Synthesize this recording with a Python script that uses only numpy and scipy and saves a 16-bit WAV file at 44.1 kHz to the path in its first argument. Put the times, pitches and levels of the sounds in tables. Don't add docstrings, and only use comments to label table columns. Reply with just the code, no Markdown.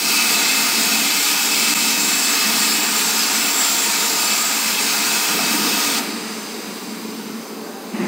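import sys
import numpy as np
from scipy import signal
from scipy.io import wavfile
from scipy.ndimage import uniform_filter1d

SR = 44100
rng = np.random.default_rng(int(sys.argv[2]) if len(sys.argv) > 2 else 0)


def materialize(psi):
    bounded = np.clip(np.atleast_2d(psi).T, -1, 1)
    quanta = np.round(bounded * 32767).astype(np.int16)
    wavfile.write(sys.argv[1], SR, quanta)


def volts(x):
    e = np.asarray(x, float) / 20
    return 10 ** e


N = 355887
FRAME, HOP = 2048, 512
HZ = np.fft.rfftfreq(FRAME, 1 / SR)[:, None]
TIMES = np.arange(N // HOP + 5) * HOP / SR
STOP_S = 5.97

# freq_hz, density_db (per Hz)
JET_SPECTRUM = [(500, -24), (600, -23), (800, -15), (1700, -15.5), (2200, -16), (3300, -15), (4000, -14),
                (4900, -12), (6000, -15), (7000, -14.5), (8300, -13.5), (10000, -22.5), (13000, -20),
                (14200, -19.5), (15700, -18)]
# freq_hz, width_hz, boost_db
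BEAM_MODES = [(700, 56, 6), (813, 31, 1.5), (938, 49, 10), (1238, 79, 8), (1425, 71, 8.5)]
# freq_hz, width_hz, boost_db
KERF_MODES = [(2115, 60, 4), (2325, 80, 6), (2545, 85, 7), (2625, 85, 5.5)]
# freq_hz, width_hz, boost_db
NOZZLE_MODES = [(7200, 80, 2.5), (7335, 120, 4), (7560, 160, 3.5), (7750, 80, 4)]
# freq_hz, width_hz, boost_db
STEADY_MODES = [(1570, 40, 3), (1895, 40, 3), (2840, 35, 3.5), (3035, 60, 3.5), (3400, 50, 3),
                (3850, 60, 2.5), (4090, 80, 2), (4300, 100, 2), (4590, 90, 4), (4670, 50, 2.5),
                (5080, 100, 3.5), (5190, 70, 3), (6000, 60, 2.5), (6580, 90, 3.5), (6835, 30, 3.5)]
JET_DB, SAG_DB_PER_S = -21.5, 0.37
STRIKE_DB, STRIKE_S = -5.5, 0.09


def arc():
    t = np.arange(N) / SR
    beam_db, kerf_db, nozzle_db = rings()
    jet_db = JET_DB - SAG_DB_PER_S * t + STRIKE_DB * np.clip(1 - t / STRIKE_S, 0, 1)

    octaves_below = np.maximum(np.log2(500 / (HZ + 1)), 0)
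    field = read(JET_SPECTRUM, HZ) - 14 * octaves_below + humps(STEADY_MODES, HZ) + 0 * TIMES
    field = field - band_rms_db(field, 3000, 6800)
    field += humps(BEAM_MODES, HZ) + (beam_db + 3.0) * humps([(1090, 1180, 0.58)], HZ)
    field += humps(KERF_MODES, HZ) * np.clip(1 + (kerf_db + 6.5) / 6, 0, 3)
    field += humps(NOZZLE_MODES, HZ) * np.clip(1.5 + (nozzle_db + 7.0) / 4.4, 0, 3)

    field += humps([(7800, 460, 2.1)], HZ) * np.exp(-(TIMES / 1.1) ** 4)
    piercing = np.clip(TIMES / 0.061, 0, 1) * np.exp(-TIMES / 0.18)
    field += humps([(4600, 1300, 4.1)], HZ) * piercing

    field += 1.6 * chance(size=2, count=24)
    field += 0.53 * chance(size=30, count=7)
    field += 0.3 * chance(size=900, count=4)
    air_pumping = 0.7 * chance(size=900, count=5) + 1.1 * chance(size=12, count=5)
    field += np.clip(HZ / 9000, 0, 1) * air_pumping

    flutter = evened(uniform_filter1d(rng.standard_normal(N), size=120))
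    burning = np.clip((STOP_S + 0.036 - t) / 0.018, 0, 1)
    return hiss(field) * volts(jet_db + 0.22 * flutter) * burning


BEAM_DB, BEAM_DB_PER_S, BEAM_WANDER_DB = -12, 1.03, 0.6
KERF_DB, KERF_WANDER_DB = -5.5, 0.66
KERF_FRESH_DB, KERF_FRESH_S = 1.5, 1.3
NOZZLE_DB, NOZZLE_TOP_S, NOZZLE_WANDER_DB = -4, 2.93, 0
NOZZLE_BEND_DB = 1.24
FLARE_S = 0.094
# centre_s, beam_db, kerf_db, nozzle_db
FLARE_EVENTS = [(.2, 2, 3.5, 1), (.54, 4, 3, 5), (1.0, 0, 3, -1), (1.3, -3, 0.5, -2), (1.9, -2, -1, 0),
                (2.15, -1, -1, 7), (2.45, 2.5, -1, -8), (3.6, 3.5, -0.2, 4), (4.45, -1, 1.5, 6),
                (4.8, 1, 0.5, -1), (5.81, 0, 1.5, -10), (5.97, -3, 0.5, 11)]


def rings():
    beam_db = BEAM_DB + BEAM_DB_PER_S * TIMES
    kerf_db = KERF_DB + KERF_FRESH_DB * np.exp(-(TIMES / KERF_FRESH_S) ** 2)
    nozzle_db = NOZZLE_DB - NOZZLE_BEND_DB * (TIMES - NOZZLE_TOP_S) ** 2
    trend = np.array([beam_db, kerf_db, nozzle_db])
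    drift = np.array([[BEAM_WANDER_DB], [KERF_WANDER_DB], [NOZZLE_WANDER_DB]]) * wander(count=3)
    return trend + drift + swells(FLARE_EVENTS, FLARE_S, TIMES)


# freq_hz, density_db (per Hz)
GAS_SPECTRUM = [(2500, -25), (3300, -30), (4000, -28), (4900, -25), (5600, -29.5), (6300, -29),
                (7000, -33.5), (8000, -30.5), (9300, -34.5), (10500, -42.5), (11500, -41.5), (12800, -41.5),
                (14200, -39), (15500, -40)]
# freq_hz, width_hz, boost_db
GAS_RESONANCES = [(3920, 270, 3), (4780, 380, 3), (6260, 310, 2.5), (7360, 500, 4.5), (8500, 270, 4.5),
                  (9300, 200, -1), (12700, 320, 3), (14100, 490, 2)]
GAS_DB, BLEED_DB_PER_S = -30, 6.5
AIR_DB, AIR_DB_PER_S = -8.5, 3.5
AIR_POP_DB, AIR_POP_S = 9, 0.096
PUFF_S, PUFF_DB_PER_S = 7.78, 18


def gas():
    age = np.maximum(TIMES - STOP_S, 0)
    puff_db = PUFF_DB_PER_S * np.maximum(TIMES - PUFF_S, 0)
    level_db = GAS_DB - BLEED_DB_PER_S * age + puff_db
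    pop_db = AIR_POP_DB * np.exp(-(age / AIR_POP_S) ** 2)
    air_db = AIR_DB + AIR_DB_PER_S * age + pop_db - puff_db

    octaves_below = np.maximum(np.log2(2500 / (HZ + 1)), 0)
    field = read(GAS_SPECTRUM, HZ) - 3.6 * octaves_below + humps(GAS_RESONANCES, HZ) + 0 * TIMES
    field = field - band_rms_db(field, 3200, 9000) + level_db
    field += (air_db + 9.5) * np.clip((HZ - 8500) / 1500, 0, 1)
    field += 1.5 * chance(size=5, count=60)
    field += 0.5 * chance(size=30, count=7)
    blowing = np.clip((np.arange(N) / SR - STOP_S - 0.018) / 0.0091, 0, 1)
    return hiss(field) * blowing


# freq_hz, density_db (per Hz)
DRONE_SPECTRUM = [(60, -57), (100, -61), (130, -60.5), (170, -21), (210, -6), (300, -11.5), (370, -16.5),
                  (520, -23.5), (700, -23.5), (1000, -21.5), (1400, -25.5), (2000, -39), (2800, -42),
                  (4000, -43)]
# blade_hz, waver_hz, share_db
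FAN_TONES = [(221.7, 5.2, -3), (284.1, 8.2, -2)]
# time_s, lower_fan_db, upper_fan_db
FAN_LOAD = [(0.0, -39, -53), (0.06, -33, -39), (0.24, -40.5, -37), (1.01, -31, -34.5), (1.34, -49, -39),
            (1.72, -34.5, -33.5), (2.35, -42, -38), (2.51, -29, -39), (2.66, -34.5, -35),
            (4.58, -39.5, -42.5), (5.08, -33, -37.5), (5.24, -40, -48), (5.52, -32.5, -29.5),
            (6.75, -37, -46.5), (7.37, -33.5, -37.5), (7.44, -42, -54), (7.52, -37.5, -43), (7.9, -39, -50)]
# freq_hz, width_hz, level_db
MOTOR_LINES = [(587, 13, 3), (783, 32, 4.5), (1560, 50, -1)]
# centre_s, body_db,
# deep_rumble_db
FLOOR_SURGES = [
    (1.38, -9, 19),
    (2.74, -4, 12),
    (3.1, 0, -3),
    (3.76, 4, -4),
    (4.95, -2, -17),
    (5.4, 9, 7),
    (5.7, 4, 6),
    (6.0, 6, 3),
    (6.55, 2, -9),
    (7.55, 9, -18),
]
SURGE_S = 0.082
BODY_DB, BODY_WANDER_DB, DEEP_DB, DEEP_WANDER_DB = -37, 1.5, -42.5, 2.5
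WHINE_S, WHINE_TOP_S, WHINE_END_S = 7.5, 7.68, 7.92
WHINE_DB, WHINE_RISE_DB, WHINE_FALL_DB = -47, 15, 6


def machines():
    t = np.arange(N) / SR
    drift = np.array([[BODY_WANDER_DB], [DEEP_WANDER_DB]]) * wander(count=2)
    body_db, deep_db = np.array([[BODY_DB], [DEEP_DB]]) + drift + swells(FLOOR_SURGES, SURGE_S, TIMES)

    octaves_above = np.maximum(np.log2((HZ + 1) / 4000), 0)
    field = read(DRONE_SPECTRUM, HZ) - 12 * octaves_above
    field = field + humps([(437.0, 60, 9.6), (328, 36, 1.4)], HZ)
    field = field - band_rms_db(field, 320, 520) - 38
    field = field + (body_db + 38) * humps([(390, 430, 0.5)], HZ)
    field = field + (deep_db + 42) * humps([(184, 290, 0.42)], HZ)
    field = field - 4.2 * humps([(244, 112, 1)], HZ)
    wash = hiss(field + 1.4 * chance(size=3, count=12))

    loads_db = follow(FAN_LOAD, t)
    fans = sum(volts(db + load_db) * fan(hz, waver) for (hz, waver, db), load_db in zip(FAN_TONES, loads_db))
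    whine = sum(volts(db) * whistle(hz, width) for hz, width, db in MOTOR_LINES)
    running = (t > WHINE_S) & (t < WHINE_END_S)
    below_top_db = np.interp(t, [WHINE_S, WHINE_TOP_S, WHINE_END_S], [WHINE_RISE_DB, 0, WHINE_FALL_DB])
    return wash + fans + volts(WHINE_DB - below_top_db) * running * whine


def fan(hz, waver_hz):
    slow = uniform_filter1d(rng.standard_normal((N, 2)).T, size=2500)
    speed, strength = evened(uniform_filter1d(slow, size=2500))
    phase = 2 * np.pi * np.cumsum(hz + waver_hz * speed) / SR
    tone = np.sqrt(2) * volts(2.4 * strength) * np.sin(phase)
    return tone + volts(-1.3) * whistle(hz * 0.97, 6 * waver_hz)


# start_s, rumble_db, rise_s, t60_s, ring_hz, ring_db
BOOM_EVENTS = [
    (5.285, -31, 0.004, 1.3, 185.6, -34),
    (5.58, -45, .02, 1, 280.5, -31.5),
    (5.388, -40, .002, 0.21, 753, -25.5),
    (5.97, -37, .005, 0.33, 787, -29),
    (7.926, -24.5, 0.012, 1.2, 216, -36),
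    (7.98, -19.5, 0.037, 1.2, 207.7, -20.5),
]
# freq_hz, density_db (per Hz)
BOOM_SPECTRUM = [(130, -20), (170, -4.2), (210, 5), (300, -9), (450, -7), (650, -13), (1000, -13),
                 (1500, -17), (2000, -13), (2700, -17), (3300, -25), (4000, -31.1)]
# freq_hz, width_hz, boost_db
BOOM_RESONANCES = [(185, 20, 4), (207, 21, 7), (350, 30, 14), (840, 60, 8), (1040, 30, 5), (1900, 60, 3)]
# ratio, level_db
PLATE_PARTIALS = [(1., 1.5), (.87, -4), (.93, -4.5), (1.08, -12), (1.17, 0), (1.7, -1.5)]


def booms():
    t = np.arange(N) / SR
    out = np.zeros(N)
    octaves_above = np.maximum(np.log2((HZ + 1) / 2900), 0)
    colour = read(BOOM_SPECTRUM, HZ) + humps(BOOM_RESONANCES, HZ) - 24 * octaves_above
    for start_s, rumble_db, rise_s, t60_s, hz, ring_db in BOOM_EVENTS:
        age = np.maximum(t - start_s, 0)
        ring = sum(volts(db) * np.sin(2 * np.pi * (ratio * hz * age + rng.random()))
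                   for ratio, db in PLATE_PARTIALS)
        rumble = evened(hiss(colour + 0 * TIMES))
        envelope = volts(-60 * age / t60_s) * (1 - np.exp(-age / rise_s))
        out += envelope * (volts(rumble_db) * rumble + volts(ring_db) * ring)
    return out


# freq_hz, t60_s
HALL_DECAY = [(200, 3), (1000, 2.2), (4000, 0.59), (12000, 0.23)]


def hall(x):
    hz, t, z = signal.stft(rng.standard_normal(SR * 2), SR, nperseg=FRAME)
    decay = volts(-60 * t / read(HALL_DECAY, hz)[:, None])
    tail = signal.istft(z * decay, SR, nperseg=FRAME)[1]
    return signal.fftconvolve(x, tail / np.linalg.norm(tail))[:N]


def hiss(field_db):
    a, b = rng.standard_normal((len(TIMES), len(HZ), 2)).T
    return signal.istft((a + 1j * b) * volts(field_db), nperseg=FRAME, noverlap=FRAME - HOP)[1][:N]


def whistle(hz, width):
    r = np.exp(-np.pi * width / SR)
    noise = rng.standard_normal(N) + 1j * rng.standard_normal(N)
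    slow = signal.lfilter([1 - r], [1, -r], noise)
    carrier = np.exp(2j * np.pi * hz * np.arange(N) / SR)
    return evened((slow * carrier).real)


def humps(modes, hz):
    return sum(db / (1 + 2 * ((hz - f) / width) ** 2) ** 2 for f, width, db in modes)


def read(points, hz):
    f, value = np.transpose(points)
    return np.interp(np.log(hz + 1), np.log(f + 1), value)


def band_rms_db(field_db, lo_hz, hi_hz):
    inside = (HZ[:, 0] >= lo_hz) & (HZ[:, 0] < hi_hz)
    power = (volts(field_db[inside]) ** 2).sum(0) * 2 / 3
    return 10 * np.log10(power)


def chance(size, count):
    raw = rng.standard_normal((len(TIMES), len(HZ))).T
    return evened(uniform_filter1d(uniform_filter1d(raw, size, 0), count, 1))


def wander(count):
    raw = uniform_filter1d(rng.standard_normal((len(TIMES), count)).T, size=12)
    raw = uniform_filter1d(raw, size=12)
    return raw / raw.std(axis=1, keepdims=True)


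def swells(rows, width_s, t):
    s, *columns = np.transpose(rows)
    return np.array(columns) @ np.exp(-0.5 * ((t - s[:, None]) / width_s) ** 2)


def follow(rows, t):
    s, *columns = np.transpose(rows)
    return [np.interp(t, s, c) for c in columns]


def evened(x):
    return x / np.sqrt(np.mean(x ** 2) + 1e-20)


def scene():
    torch = arc()
    mono = volts(-0.7) * torch + volts(-8.5) * hall(torch) + volts(-0.8) * gas() + machines() + booms()
    return np.array([mono, mono])


# low_hz, high_hz, share_of_moments, level_db (under the mid)
APART_BANDS = [(550, 700, .15, -22), (1700, 2100, .15, -13), (3000, 3400, .02, -13),
               (9700, 10500, .17, -11), (10500, 11200, .08, -11), (12200, 12800, .08, -11),
               (13500, 14300, .05, -10)]
# time_s, centre_hz
FULL_SPLITS = [(1.25, 8900), (1.25, 11700), (1.55, 11000), (1.8, 9600), (2.25, 6200), (2.25, 9900),
               (2.35, 5500), (2.41, 4700), (2.51, 13800), (2.72, 5200), (2.79, 15000), (3.16, 8900),
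               (3.16, 4700), (3.21, 5000), (3.21, 10400), (3.27, 5100), (4.18, 8200), (4.2, 11700),
               (4.28, 6300), (4.69, 8200), (5.37, 11700), (5.88, 13200), (5.92, 14700), (6.14, 5600),
               (6.14, 10000), (6.14, 14100), (6.41, 6300), (7.13, 6600), (7.27, 6900), (7.48, 6300)]
SPLIT_WIDTH_HZ = 1500


def parted(mid):
    hz, t, z = signal.stft(mid, SR, nperseg=FRAME)
    share = sum(volts(db) * ((hz > lo) & (hz < hi))[:, None] * (rng.random(len(t)) < p)
                for lo, hi, p, db in APART_BANDS)
    for s, centre_hz in FULL_SPLITS:
        share[abs(hz - centre_hz) < SPLIT_WIDTH_HZ / 2, np.argmin(abs(t - s))] = volts(-1.5)
    turned = z * share * np.exp(2j * np.pi * rng.random(z.shape[::-1]).T)
    return signal.istft(turned, SR, nperseg=FRAME)[1][:N]


def band_limit(x):
    return signal.sosfilt(signal.butter(12, 17080, fs=SR, output="sos"), x)


SKIP_S, SKIP_BACK_S = 1.7405, 0.018
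BASS_CUT_HZ, EDGE_HZ = 145, 15760


def record(dry):
    age = np.arange(N) / SR - SKIP_S
    skip = np.where(age < 0, 1, np.clip(0.1 + age / SKIP_BACK_S, 0, 1))
    mid = dry[0] * uniform_filter1d(skip, size=30)
    mid = signal.sosfilt(signal.butter(4, BASS_CUT_HZ, "high", fs=SR, output="sos"), mid)
    treble_edge = signal.firwin(1023, EDGE_HZ, window=("kaiser", 10), fs=SR)
    mid = signal.oaconvolve(mid, treble_edge, "same")
    side = parted(mid)
    mix = np.array([mid + side, mid - side])
    return band_limit(mix)


dry = scene()
out = record(dry)
materialize(out)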